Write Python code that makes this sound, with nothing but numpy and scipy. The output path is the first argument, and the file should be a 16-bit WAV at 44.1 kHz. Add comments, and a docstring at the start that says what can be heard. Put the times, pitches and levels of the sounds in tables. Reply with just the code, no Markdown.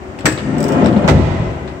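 """A van's sliding door is pulled shut close by: clicks, a snap, a ticking rumble, then a crunch and a deep boom.
The handle and catch are filtered noise bursts and decaying sines; dense random knocks on the track make the
rumble and shake the modes of the door skin. The latch crunches home and the body modes boom.
Hard walls return it all as diffuse noise echoes, over low steady noise and a faint hum."""
import sys
import numpy as np
from scipy import signal
from scipy.fft import rfft, irfft
from scipy.io import wavfile
from scipy.ndimage import uniform_filter1d, minimum_filter1d

SR = 44100
rng = np.random.default_rng(int(sys.argv[2]) if len(sys.argv) > 2 else 0)


def put_to_file(sound):
    """Save the sound as 16-bit audio at rate SR, in the file named by the first command-line argument."""
    columns = np.atleast_2d(sound).T  # one column per channel
    safe = np.clip(columns, -1, 1)
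    whole_steps = np.round(safe * 32767)
    wavfile.write(sys.argv[1], SR, whole_steps.astype(np.int16))


N = 79380
T = np.arange(N) / SR

# All levels in the tables are relative.
# Handle and door fittings rattling. Each row: start in seconds, level in dB, ring in Hz.
RATTLES = [(.188, -23, 2600), (.208, -25, 7600), (.376, -16, 3900), (.385, -19, 900), (.845, -21, 5400),
           (.8595, -14.5, 3900), (.869, -20.5, 5400), (.928, -21, 3300), (.968, -19, 4000),
           (1.677, -24, 1850)]
# Hold-open catch letting go and rebounding. Each row: start in seconds, level in dB.
SNAPS = [(.2560, 7.5), (.2585, 5), (.268, -20.5), (.274, -19)]
# Ticks of the mechanism and of grit under the rollers. Each row: start in seconds, level in dB, ring in Hz.
TICKS = [(.191, -33, 7640), (.325, -23.5, 8450), (.5825, -23.5, 8000), (.6045, -19, 7700),
         (.628, -22, 8100), (.641, -18.5, 5300), (.6835, -21.5, 7570), (.689, -26, 5700),
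         (.7215, -23, 5370), (.860, -25.5, 5500)]
# Jolts of the whole door. Each row: start in seconds, level in dB, panel ring in Hz.
JOLTS = [(.245, -3, 166), (.270, 0.5, 313), (.318, -7.5, 124), (.566, -2.5, 232), (.648, -7.5, 406),
         (.820, -0.5, 594.4), (.832, 5.5, 233), (.884, -1, 330.4), (.963, 3.5, 198), (1.042, 3.5, 184),
         (1.092, -2, 536)]
# Latch claw meeting the striker. Each row: start in seconds, level in dB.
LATCH = [(1.078, -5), (1.084, 0), (1.089, 2), (1.097, -3.5), (1.114, -10.5)]
# Door pressing into its seals and rocking back. Each row: start in seconds, level in dB, boom in Hz.
THUDS = [(1.110, 6.5, 127), (1.150, 2.5, 135.7), (1.182, 5.5, 97), (1.305, -4, 77), (1.400, 0, 64.4)]
# Rolling loudness. Each row: time in seconds, rollers in dB, drumming of the door skin in dB.
ROLL = [(.16, -31, -41), (.3, -29, -44), (0.419, -29.5, -23), (.52, -21.5, -16.5), (0.611, -17, -20.5),
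        (.74, -12.5, -16.5), (0.818, -11, -15), (.94, -18.5, -11.5), (1.02, -15.5, -23.5),
        (1.10, -14.5, -18), (1.199, -24, -16.5), (1.3, -81, -81)]

# Modes of door skin, van body, catch and claw. Each row: frequency in Hz, level in dB, T60 in seconds.
SKIN_MODES = [(135.2, -4, 0.22), (153.55, -2.5, 0.7), (192, 1.5, 0.21), (212, 4.5, 0.16), (260.9, 3, 0.27),
              (332.7, -5.5, 0.36), (348.2, -12.5, 0.54), (399, -22, 0.16), (431, -14, 0.13),
              (502.7, -7, 0.28), (668, -20, 0.41)]
BODY_MODES = [(60.2, -19, 0.51), (78.8, 9, 0.59), (96.75, 6, 0.43), (106.2, 11, 0.73), (143.7, 9, 0.55),
              (195, -18, 0.81)]
CATCH_MODES = [(319.5, 6.5, 0.41), (1440, -8, .15), (1690, 4, 0.3), (1780, 0, 0.24), (1842, 10.5, 0.13),
               (2034, -3, 0.16), (2160, 1, 0.11), (2550, -5, 0.39), (6000, 6, 0.079), (7720, -2.5, 0.38),
               (13500, -8, .12)]
CLAW_MODES = [(2044, -1.5, 0.15), (2617, -13, 0.096), (3330, -10.5, 0.062), (3720, -6, 0.062),
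              (5900, -10.5, 0.091)]

# Spectra of the contacts, rolling, boom and background air. Each row: frequency in Hz, level in dB per Hz.
RATTLE_TONE = [(150, 5), (300, 13.5), (600, 12.5), (1800, 9.5), (3700, 4), (5500, -4), (6700, -15),
               (8000, -4), (10000, -38.5), (15000, -31)]
SNAP_TONE = [(100, -2), (350, 5), (1000, 4.5), (1900, 8), (3000, -3.5), (5900, -6), (6800, -10),
             (7900, 0.5), (9500, -14), (15000, -20.5)]
TICK_TONE = [(1000, -20.5), (3200, 4.5), (4200, -1), (5400, 10), (6600, -1), (7900, 12), (9500, -6.5),
             (15000, -0.5)]
JOLT_TONE = [(30, -66), (70, -5.5), (130, -2.5), (220, -2), (550, -6), (1200, -23.5), (4000, -36.5),
             (12000, -86)]
LATCH_TONE = [(100, 3), (550, 6), (900, 1), (1500, -3.5), (2100, -4.5), (2900, -9.5), (3800, -13),
              (5700, -16), (8000, -19), (9500, -30.5), (15000, -33)]
ROLL_TONE = [(30, -50), (70, -30.5), (140, -10), (220, 2), (400, -1), (650, -5), (1000, -10), (2000, -20),
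             (3000, -25.5), (4000, -38.5), (8000, -41.5), (10000, -73), (15000, -77.5)]
BOOM_TONE = [(28, -26.5), (42, -25.5), (58, 1), (95, -2.5), (190, -8), (400, -15), (1500, -57.5),
             (8000, -105)]
AIR_TONE = [(25, -27), (45, -12), (75, 8), (130, -10), (230, -7.5), (320, -5.5), (375, -9), (450, -15),
            (1000, -13.5), (2200, -20), (4000, -33.5), (8000, -35.5), (10000, -48), (15000, -46.5)]

# Unlikeness of the two sides. Each row: frequency in Hz, side level against mid in dB.
WIDTH = [(80, -16), (250, -12.5), (500, -9), (1100, 1), (8000, 0.5)]
# Lean to the left, open door and shut door, scaled in place(). Each row: frequency in Hz, lean in dB.
OPEN_PAN = [(100, 4.5), (400, 4), (1300, 1), (2400, 2), (4400, 4), (8000, 5.5), (15000, 3.5)]
SHUT_PAN = [(100, 1), (350, 1), (1300, -6.5), (2400, -5), (4400, 4), (8000, -0.5), (15000, -0.5)]
# Decay of the wall echoes. Each row: frequency in Hz, T60 in seconds.
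WALLS_T60 = [(80, 1.27), (500, 1.91), (2000, 2.1), (5000, 1.13), (8000, 1.34), (13000, .4)]
# Colour of the wall echoes. Each row: frequency in Hz, gain in dB.
WALLS_TONE = [(60, -6), (200, -5), (600, -1), (1400, -4.5), (2100, -4), (3200, -3), (8000, -7),
              (14000, -18)]
# Microphone response. Each row: frequency in Hz, gain in dB.
MIC = [(22, -20), (48, -0.5), (8500, -3.5), (10800, -13.5), (12500, -7), (16000, -7)]

AIR_DB, HUM_HZ, HUM_DB = -31, 370.3, -36.5  # a machine hums in the background
CATCH_DB, CLAW_DB = -9, -16
SKIN_DB, JOLT_DB = -13, -6
BODY_DB, BOOM_DB = -6.5, -4.5
WALLS_DB, WALLS_BUILD_S = -7, 0.13
BUMPS_PER_S, BUMP_SPREAD_DB = 1600, 3.5  # per roller
BLOW_S = 0.0025  # a 0 dB blow holds the energy of full scale for this long
SEAL_S = 0.0024  # rubber softens the onset of each heavy blow over this time
GRAIN_S, GRAIN_DB = .0012, 2.5  # tiny contacts in a clatter: length, spread in level
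LOOSE_S, LOOSE_STEP_S = .00007, .009  # loose steel: how far its timing strays, and how often
TOP_HZ = 15900


def undb(db):
    """Decibels to gain."""
    return 10 ** (np.asarray(db) / 20)


def at(table, hz):
    """Read a table on a log-frequency axis."""
    f, v = np.array(table, float).T
    return np.interp(np.log(np.maximum(hz, 1)), np.log(f), v)


def unit(x):
    """Scale to unit energy, averaged over the channels."""
    return x / np.sqrt(np.mean(np.sum(x ** 2, axis=-1)))


def colour(x, table, power=1):
    """Minimum-phase filter of the tabled dB shape; power scales the dB."""
    size = 2 ** 17
    log_gain = np.log(undb(at(table, np.fft.rfftfreq(size, 1 / SR))))
    cep = irfft(power * log_gain)
    cep[1:size // 2] *= 2  # fold the cepstrum to make it causal
    cep[size // 2 + 1:] = 0
    return irfft(rfft(x, size) * np.exp(rfft(cep)))[..., :N]


def play(push, response):
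    """Drive a response with a force, by convolution."""
    return signal.fftconvolve(np.atleast_2d(push), np.atleast_2d(response), axes=-1)[:, :N]


def pair():
    """Stereo noise, alike in the bass and unlike in the treble."""
    mid, side = rfft(rng.standard_normal((2, N)))
    spread = undb(at(WIDTH, np.fft.rfftfreq(N, 1 / SR)))
    sign = np.array([[1], [-1]])
    return irfft((mid + spread * side * sign) / np.hypot(1, spread), N)


def place(x, pan):
    """Lean a sound left or right, band by band."""
    return np.array([colour(x[0], pan, 0.61), colour(x[-1], pan, -0.6)])


def wander(step_s):
    """Random values, one per step, joined by straight lines."""
    return np.interp(T / step_s, np.arange(N), rng.standard_normal(N))


def grains():
    """Uneven strength of the tiny contacts in a clatter, unit rms."""
    return np.sqrt(N) * unit(undb(GRAIN_DB * wander(GRAIN_S)))


def ring(modes, loose=False):
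    """Decaying sines of a struck part; a loose part wavers, which blurs its high modes."""
    t = T + loose * LOOSE_S * wander(LOOSE_STEP_S)
    sines = 0
    for hz, db, t60 in modes:
        decay = np.exp(-np.log(1000) * T / t60)
        sines = sines + undb(db) * np.sin(2 * np.pi * hz * t) * decay
    return unit(sines)


def blows(rows):
    """One impulse of force per row."""
    push = np.zeros(N)
    for s, db, *_ in rows:
        push[int(s * SR)] += undb(db) * np.sqrt(BLOW_S * SR)
    return push


def contact(rows, tone, crack_s, panel_db, panel_s, cabin_db, cabin_s):
    """Each blow gives a crack, a clatter of the panels and one in the hollow load bay, as shaped noise."""
    parts = [(0, crack_s), (panel_db, panel_s), (cabin_db, cabin_s)]
    fade = sum(undb(db) ** 2 * np.exp(-2 * T / s) / s for db, s in parts)
    energy = np.maximum(play(blows(rows) ** 2, fade / fade.sum()), 0)
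    clatter = np.sqrt(energy) * grains() * pair()
    return play(clatter, unit(colour(signal.unit_impulse(N), tone)))


def spots(rows, rise_s, fade_s):
    """Each blow lands on a different spot, which rings briefly at its own pitch."""
    out = np.zeros(N)
    for s, db, hz in rows:
        t = T[:N - int(s * SR)]
        envelope = (1 - np.exp(-t / rise_s)) * np.exp(-t / fade_s)
        out[-len(t):] += undb(db) * unit(np.sin(2 * np.pi * hz * t) * envelope)
    return out * np.sqrt(BLOW_S * SR)


def background():
    """Steady coloured noise and the sine hum of a machine."""
    air = undb(AIR_DB) * np.sqrt(N) * unit(colour(pair(), AIR_TONE))
    hum = undb(HUM_DB) * np.sqrt(2) * np.sin(2 * np.pi * HUM_HZ * T)
    return air + hum


def wash(t60s):
    """Countless overlapping modes: octave bands of noise, each dying at its own rate."""
    noise, centres = rfft(pair()), np.arange(6, 15)  # log2 Hz
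    octave = np.clip(np.log2(np.fft.rfftfreq(N, 1 / SR) + 1), centres[0], centres[-1])
    total = 0
    for c in centres:
        band = irfft(noise * np.maximum(1 - abs(octave - c), 0), N)
        total = total + band * np.exp(-np.log(1000) * T / at(t60s, 2. ** c))
    return total


def walls(x):
    """Diffuse echoes from both sides that build up and die away, each band at its own rate."""
    build = 1 - np.exp(-T / WALLS_BUILD_S)
    echoes = sum(play(side, unit(wash(WALLS_T60) * build)) for side in colour(x, WALLS_TONE))
    return undb(WALLS_DB) * echoes / np.sqrt(2)


def fittings():
    """The handle rattles, the steel catch snaps and rings from its first blow, grit ticks in the track."""
    rattle = contact(RATTLES, RATTLE_TONE, crack_s=0.0062, panel_db=0.5, panel_s=0.012, cabin_db=7.5, cabin_s=0.03)
    snap = contact(SNAPS, SNAP_TONE, crack_s=.003, panel_db=-8, panel_s=.015, cabin_db=-11, cabin_s=.05)
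    tick = contact(TICKS, TICK_TONE, crack_s=.0012, panel_db=-2, panel_s=.01, cabin_db=-2, cabin_s=.035)
    rattle_clink = undb(-11) * spots(RATTLES, rise_s=.0003, fade_s=.0012)
    tick_clink = undb(-10) * spots(TICKS, rise_s=.0002, fade_s=.0008)
    catch = undb(CATCH_DB) * play(blows(SNAPS[:1]), ring(CATCH_MODES, loose=True))
    return rattle + snap + tick + rattle_clink + tick_clink + catch


def bumps():
    """Dense small knocks of a roller on its track: impulses of random time, sign and size."""
    chance, size = rng.random(N), rng.standard_normal(N)
    hit = chance < BUMPS_PER_S / SR
    return np.sqrt(N) * unit(hit * np.sign(size) * undb(BUMP_SPREAD_DB * abs(size)))


def rollers():
    """Three rollers rumble in their tracks; they and a few heavy jolts shake the modes of the door skin."""
    s, roll_db, drum_db = np.array(ROLL).T
    roll_gain, drum_gain = undb(np.interp(T, s, roll_db)), undb(np.interp(T, s, drum_db))
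    knocks, skin = [bumps() for _ in range(3)], ring(SKIN_MODES)
    rumble = 0
    for knock in knocks:
        track = unit(colour(pair() * np.exp(-T / 0.015), ROLL_TONE))
        rumble = rumble + play(knock * roll_gain, track)
    open_skin = colour(skin, [(30, -24.0), (120, 0)])  # the open door radiates little deep bass
    drum = play(sum(knocks) * drum_gain, open_skin)
    jolt = contact(JOLTS, JOLT_TONE, crack_s=.008, panel_db=2, panel_s=.02, cabin_db=-5, cabin_s=.035)
    shake = play(blows(JOLTS), unit(skin * (1 - np.exp(-T / SEAL_S))))
    flex = spots(JOLTS, rise_s=0.0086, fade_s=0.017)
    return (rumble + drum) / np.sqrt(3) + undb(JOLT_DB) * jolt + undb(SKIN_DB) * shake + undb(-3) * flex


def slam():
    """The steel claw crunches shut and rings; the body and the air inside it boom with each rock."""
    latch = contact(LATCH, LATCH_TONE, crack_s=.005, panel_db=-3, panel_s=.014, cabin_db=-9, cabin_s=.06)
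    claw = play(blows(LATCH), ring(CLAW_MODES, loose=True))
    boom = contact(THUDS, BOOM_TONE, crack_s=0.032, panel_db=-10, panel_s=0.023, cabin_db=11.5, cabin_s=0.1)
    body = play(blows(THUDS), unit(ring(BODY_MODES) * (1 - np.exp(-T / SEAL_S))))
    flex = spots(THUDS, rise_s=0.0042, fade_s=0.02)
    return latch + undb(CLAW_DB) * claw + undb(BOOM_DB) * boom + undb(BODY_DB) * body + undb(-7.0) * flex


def scene():
    """Steady background, door, slam and their echoes."""
    steady, clicks, rolling, shut = background(), fittings(), rollers(), slam()
    echo = walls(undb(-11.5) * clicks + undb(-4.5) * rolling + shut)
    far = np.clip((T - 1.3) / 0.12, 0, 1)  # late echoes drift back to the left
    near = np.clip((T - 1.05) / .06, 0, 1) * (1 - far)
    open_side = place(clicks + rolling + steady + (1 - near) * echo, OPEN_PAN)
    shut_side = place(shut + near * echo, SHUT_PAN)
    return open_side + shut_side


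def record(dry):
    """Microphone colour, a fast peak limiter and the top cut."""
    x = colour(dry, MIC)
    gain = minimum_filter1d(np.minimum(1, 1 / (abs(x).max(axis=0) + 1e-9)), size=40)
    x = x * uniform_filter1d(gain, size=40)
    return signal.sosfilt(signal.ellip(10, .2, 80, TOP_HZ, fs=SR, output="sos"), x)


dry = scene()
out = record(dry)
put_to_file(out)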